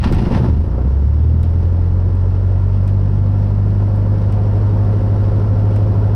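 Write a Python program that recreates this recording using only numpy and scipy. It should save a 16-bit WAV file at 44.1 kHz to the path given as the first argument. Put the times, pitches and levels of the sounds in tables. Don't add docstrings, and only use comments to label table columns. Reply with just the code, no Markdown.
import sys
import numpy as np
from scipy import signal
from scipy.fft import rfft, irfft, next_fast_len
from scipy.io import wavfile
from scipy.ndimage import uniform_filter1d, minimum_filter1d, map_coordinates

SR = 44100
rng = np.random.default_rng(int(sys.argv[2]) if len(sys.argv) > 2 else 0)


def wrap_up_sound(samples):
    columns = np.atleast_2d(samples).T
    tamed = np.clip(columns, -1, 1)
    steps = np.round(tamed * 32767).astype(np.int16)
    wavfile.write(sys.argv[1], SR, steps)


N = 271215

# mean strength of one firing in the cycle, in dB.
FIRING_STRENGTHS = [1, -1, 3.5, -2]


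def amp(db):
    return 10 ** (np.asarray(db) / 20)


def unit(x):
    return x / np.sqrt(np.mean(x ** 2) + 1e-20)


def curves(rows):
    s, *cols = np.transpose(rows)
    return [np.interp(np.arange(N) / SR, s, c) for c in cols]


def wobble(rate):
    knots = rng.standard_normal(int(N * rate / SR) + 4)
    return map_coordinates(knots, [np.arange(N) * rate / SR])


def resonance_db(hz, modes, order):
    return sum(lift / (1 + (2 * (hz - centre) / width) ** order) for centre, width, lift in modes)


def colour(x, points, modes=()):
    m = 2 * next_fast_len(len(x) // 2 + SR // 4)
    hz = np.fft.rfftfreq(m, 1 / SR)
    f, points_db = np.transpose(points)
    db = np.interp(np.log(hz + 1), np.log(f), points_db)
    db = db + resonance_db(hz, modes, order=2)
    cepstrum = irfft(np.log(amp(db) + 1e-6))
    cepstrum[1:m // 2] *= 2
    cepstrum[m // 2 + 1:] = 0
    response = np.exp(rfft(cepstrum))
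    return irfft(rfft(x, m) * response, m)[:len(x)]


def dying(t60):
    return np.exp(-np.log(1000) * np.arange(SR // 2) / SR / t60)


def burst(t60):
    return dying(t60) * rng.standard_normal(SR // 2)


def add(track, s, sound):
    start = max(round(s * SR), 0)
    track[start:start + len(sound)] += sound[:N - start]


def engine(rate):
    # frequency in Hz, relative level in dB.
    thud_spectrum = [(60, -29), (120, -2), (170, 1), (220, -2), (290, -7), (345, -10.5), (420, -17),
                     (700, -52.5), (1500, -93.5)]
    rattle_spectrum = [(200, -25), (330, 1), (450, 1), (620, 0.5), (800, -8.5), (950, -4), (1300, -12),
                       (1550, -17), (1850, -22.5), (2400, -32.5), (4000, -48), (7000, -86)]
    gear_spectrum = [(1000, -32.5), (1700, -2), (1830, -4), (1970, -5), (2180, -8.5), (2880, -9.5),
                     (3700, -13.5), (5450, -13), (7000, -29.5), (8110, -26.5), (9850, -25), (12900, -33),
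                     (15500, -36.5)]
    # frequency in Hz, width in Hz, lift in dB.
    panel_modes = [(402, 68, 4), (533, 33, 4), (725.6, 16, 9), (874.5, 130, 4), (1377, 72, 6),
                   (2920, 130, 1.5)]
    # dB at smooth final idle, dB more at full effort,
    # dB per doubling of speed, dB more once lumpy.
    thud_gain = (-30.6, 11.5, -5.5, 2.4)
    rattle_gain = (-36, 20.5, 6, 3.6)
    gear_gain = (-54.4, 13.5, 1.3, 2.3)
    growl_s, growl_width_s, growl_db = .78, .14, 6

    turn = np.cumsum(rate * (1 + .002 * wobble(16))) / SR
    thud = firings(turn, ring_t60=0.13, loose=0.5, scatter_db=2.0, depth=1.3)
    thud = unit(colour(thud, thud_spectrum))
    rattle = firings(turn, ring_t60=0.22, loose=0.63, scatter_db=1.0, depth=0.19)
    rattle = unit(colour(rattle, rattle_spectrum, panel_modes))
    gear = firings(turn, ring_t60=0.2, loose=.75, scatter_db=2.5, depth=0.26)
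    gear = unit(colour(gear, gear_spectrum, panel_modes))

    swell = np.exp(-((np.arange(N) / SR - growl_s) / growl_width_s) ** 2)
    body = level(rate, *thud_gain) * thud
    body += amp(growl_db * swell) * level(rate, *rattle_gain) * rattle
    body += level(rate, *gear_gain) * gear
    return boom(turn, rate, waver_db=0.7) + body


def boom(turn, rate, waver_db, slip=0.014, stumble_db=1.3):
    # order of the firing rate, level in dB before the cabin modes and layer gain.
    exhaust_orders = [(1, -35), (3, -36), (4, -39)]
    # harmonic number, level in dB before the layer gain.
    lope_harmonics = [(1, -39.5), (3, -42.5), (5, -30), (7, -29.5), (11, -37), (14, -40), (15, -39.5),
                      (19, -43.5), (20, -40.5), (24, -44.5), (27, -48.5), (32, -47.5), (41, -46.5),
                      (49, -50.5), (52, -50.5), (57, -49)]
    # dB at smooth final idle, dB more at full effort,
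    # dB per doubling of speed, dB more once lumpy.
    exhaust_gain = (0, 1, -1.5, -2.5)
    lope_gain = (-6.2, 7, -2, 7.8)
    prop_base_db, prop_full_hz, prop_db_per_octave = -14, 65.6, 41.5
    prop_mode_share = 0.087

    def tone(phase):
        return np.sqrt(2) * np.cos(2 * np.pi * phase)

    blade_hz = 2 * rate
    octaves_below = np.minimum(0, np.log2(blade_hz / prop_full_hz))
    prop_db = prop_base_db + prop_db_per_octave * octaves_below + prop_mode_share * cabin_db(blade_hz)
    prop = amp(prop_db) * tone(2 * turn)

    exhaust = np.zeros(N)
    for order, db in exhaust_orders:
        order_db = db + cabin_db(order * rate) + waver_db * wobble(14)
        exhaust += amp(order_db) * tone(order * turn)

    cycle = turn / len(FIRING_STRENGTHS)
    lope = np.zeros(N)
    for k, db in lope_harmonics:
        blur = slip * np.sqrt(k) * wobble(18)
        lope += amp(db + 1.8 * wobble(5)) * tone(k * cycle + rng.random() + blur)
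    stumble = amp(stumble_db * wobble(9))
    return prop + level(rate, *exhaust_gain) * exhaust + level(rate, *lope_gain) * stumble * lope


def firings(turn, ring_t60, loose, scatter_db, depth):
    at = np.flatnonzero(np.diff(np.floor(turn))) + 1
    count = len(FIRING_STRENGTHS)
    cylinder = np.floor(turn[at]).astype(int) % count
    size = amp(np.take(FIRING_STRENGTHS, cylinder) + scatter_db * rng.standard_normal(len(at)))
    size = size / np.sqrt(np.gradient(turn)[at])
    blows = np.zeros((count, N))
    blows[cylinder, at] = size
    rings = np.array([burst(ring_t60) for _ in range(count)])
    locked = signal.fftconvolve(blows, rings, axes=1)[:, :N].sum(axis=0)
    puffs = unit(signal.fftconvolve(blows.sum(axis=0), dying(ring_t60))[:N])
    gas = (1 + depth * puffs) * rng.standard_normal(N)
    return np.sqrt(1 - loose) * unit(locked) + np.sqrt(loose) * unit(gas)


def level(rate, idle_db, effort_db, octave_db, lumpy_db):
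    # time in seconds, effort from 0 to 1.
    effort_curve = [(.01, .3), (.05, .7), (.3, 0.7), (.39, 1), (.45, .8), (.53, .24), (.62, .08),
                    (.95, 0.04)]
    lope_s, lope_onset_s = 3.99, 0.33
    effort, = curves(effort_curve)
    lumpy = (1 + np.tanh((np.arange(N) / SR - lope_s) / (2 * lope_onset_s))) / 2
    octaves = np.log2(rate / rate[-1])
    return amp(idle_db + effort_db * effort + octave_db * octaves + lumpy_db * lumpy)


def cabin_db(hz):
    # frequency in Hz, width in Hz, lift in dB.
    air_modes = [(47.7, 12, 14.5), (78, 19, 19), (117.8, 19, 15.5), (146.8, 11, 9), (197.9, 14, 9)]
    return resonance_db(hz, air_modes, order=4)


def starter():
    # start in seconds, level in dB, t60 in seconds.
    clank_events = [(0.039, -18, 0.16), (.071, -24.5, 0.096), (0.124, -24, 0.26), (0.184, -26, 0.11),
                    (.25, -32, 0.14), (.317, -28.5, 0.33), (0.346, -24.5, 0.16)]
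    # frequency in Hz, relative level in dB.
    metal_spectrum = [(200, -27), (450, -3), (650, -5), (900, 4), (1150, -5), (1600, -9.5), (2300, -10.5),
                      (3300, -14), (4200, -16.5), (5500, -19.5), (7000, -36.5), (8400, -33), (12000, -42.5),
                      (14000, -66.5)]
    # frequency in Hz, width in Hz, lift in dB.
    steel_modes = [(865, 22, 10.5), (1384, 26, 8.5), (1600, 25, 3), (1846, 70, 7), (2560, 26, 4),
                   (2800, 84, 7.5)]
    base_db, labour_db, first_stroke_s, stroke_s = -37.5, 4, .05, .15
    drop_out_s, spin_down_db_per_s = .44, 95
    teeth_per_s = 1100

    t = np.arange(N) / SR
    labour = np.cos(2 * np.pi * (np.minimum(t, drop_out_s) - first_stroke_s) / stroke_s)
    grind_db = base_db + labour_db * labour - spin_down_db_per_s * np.maximum(0, t - drop_out_s)
    teeth = (rng.random(N) < teeth_per_s / SR) * rng.standard_normal(N)
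    out = amp(grind_db) * unit(colour(teeth, metal_spectrum, steel_modes))
    for s, db, t60 in clank_events:
        noise = unit(colour(rng.standard_normal(SR // 2), metal_spectrum, steel_modes))
        envelope = dying(t60) - dying(0.005)
        add(out, s, amp(db) * envelope * noise)
    return out


def airframe(rate):
    # frequency in Hz, relative level in dB.
    shake_spectrum = [(10, -19.5), (22, -1.5), (40, -6.5), (75, 0.5), (115, 2), (150, -13.5), (250, -41.5),
                      (500, -87)]
    # dB at smooth final idle, dB more at full effort, dB per doubling of speed, dB more once lumpy.
    shake_gain = (-29, 6, -8, 1.5)
    # start in seconds, level in dB, pitch in Hz.
    kick_events = [(.056, -6, 215), (.072, -6, 111), (.09, -12, 35), (0.13, -4, 167), (.17, -7, 38.2),
                   (0.235, -8, 186), (0.31, -6.5, 116), (.358, -5, 182), (.398, -6.5, 118),
                   (.428, -12, 179), (.462, -14.5, 333)]
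    kick_cycles = 18

    out = level(rate, *shake_gain) * unit(colour(rng.standard_normal(N), shake_spectrum))
    t = np.arange(SR // 2) / SR
    for s, db, hz in kick_events:
        add(out, s, amp(db) * dying(kick_cycles / hz) * np.sin(2 * np.pi * hz * t))
    return out


def ticks():
    strobe_times = [1.4312, 2.8775, 4.3241, 5.7622]
    # start in seconds, level in dB before the trim and filter.
    fitting_clicks = [(0.123, -29.5), (.131, -36), (0.146, -35.5), (.603, -53), (1.073, -51), (2.153, -52),
                      (3.961, -47.5)]
    # frequency in Hz, gain in dB.
    click_filter = [(800, -27), (2000, -0.5), (5500, 0.5), (7000, -1.5), (8400, 7), (10000, -2.5),
                    (13000, -3), (15500, -5.5)]
    tail_filter = [(500, -17.5), (1200, 5.5), (2500, 5), (5500, -4.5), (7000, -13), (12000, -19),
                   (15500, -26)]
    strobe_db = -25.5

    snaps, tails = np.zeros((2, N))
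    for s in strobe_times:
        add(snaps, s, amp([strobe_db]))
        add(tails, s, amp(strobe_db - 16.5) * burst(0.18))
    for s, db in fitting_clicks:
        add(snaps, s, amp(db - 4) * burst(.03))
    return colour(snaps, click_filter) + colour(tails, tail_filter)


def scene():
    # time in seconds, mean firings per second.
    speed_curve = [(0, 16.9), (.55, 25.4), (.9, 33.2), (1.1, 36.55), (1.3, 39.6), (1.5, 42), (1.9, 44.4),
                   (2.35, 46.6), (3.1, 48.9), (3.6, 50), (4.3, 50.65), (5.3, 51.2), (6.15, 51.6)]
    rate, = curves(speed_curve)
    return (engine(rate) + airframe(rate) + starter() + ticks())[None]


def record(dry, ceiling=0.52):
    top_hz = 15700
    needed = np.minimum(1, ceiling / (np.abs(dry) + 1e-9))
    hold = SR // 80
    gain = uniform_filter1d(minimum_filter1d(needed, hold), 2 * hold)
    m = next_fast_len(N + SR // 2)
    passed = np.fft.rfftfreq(m, 1 / SR) < top_hz
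    return irfft(rfft(dry * gain, m) * passed, m)[:, :N]


dry = scene()
out = record(dry)
wrap_up_sound(out)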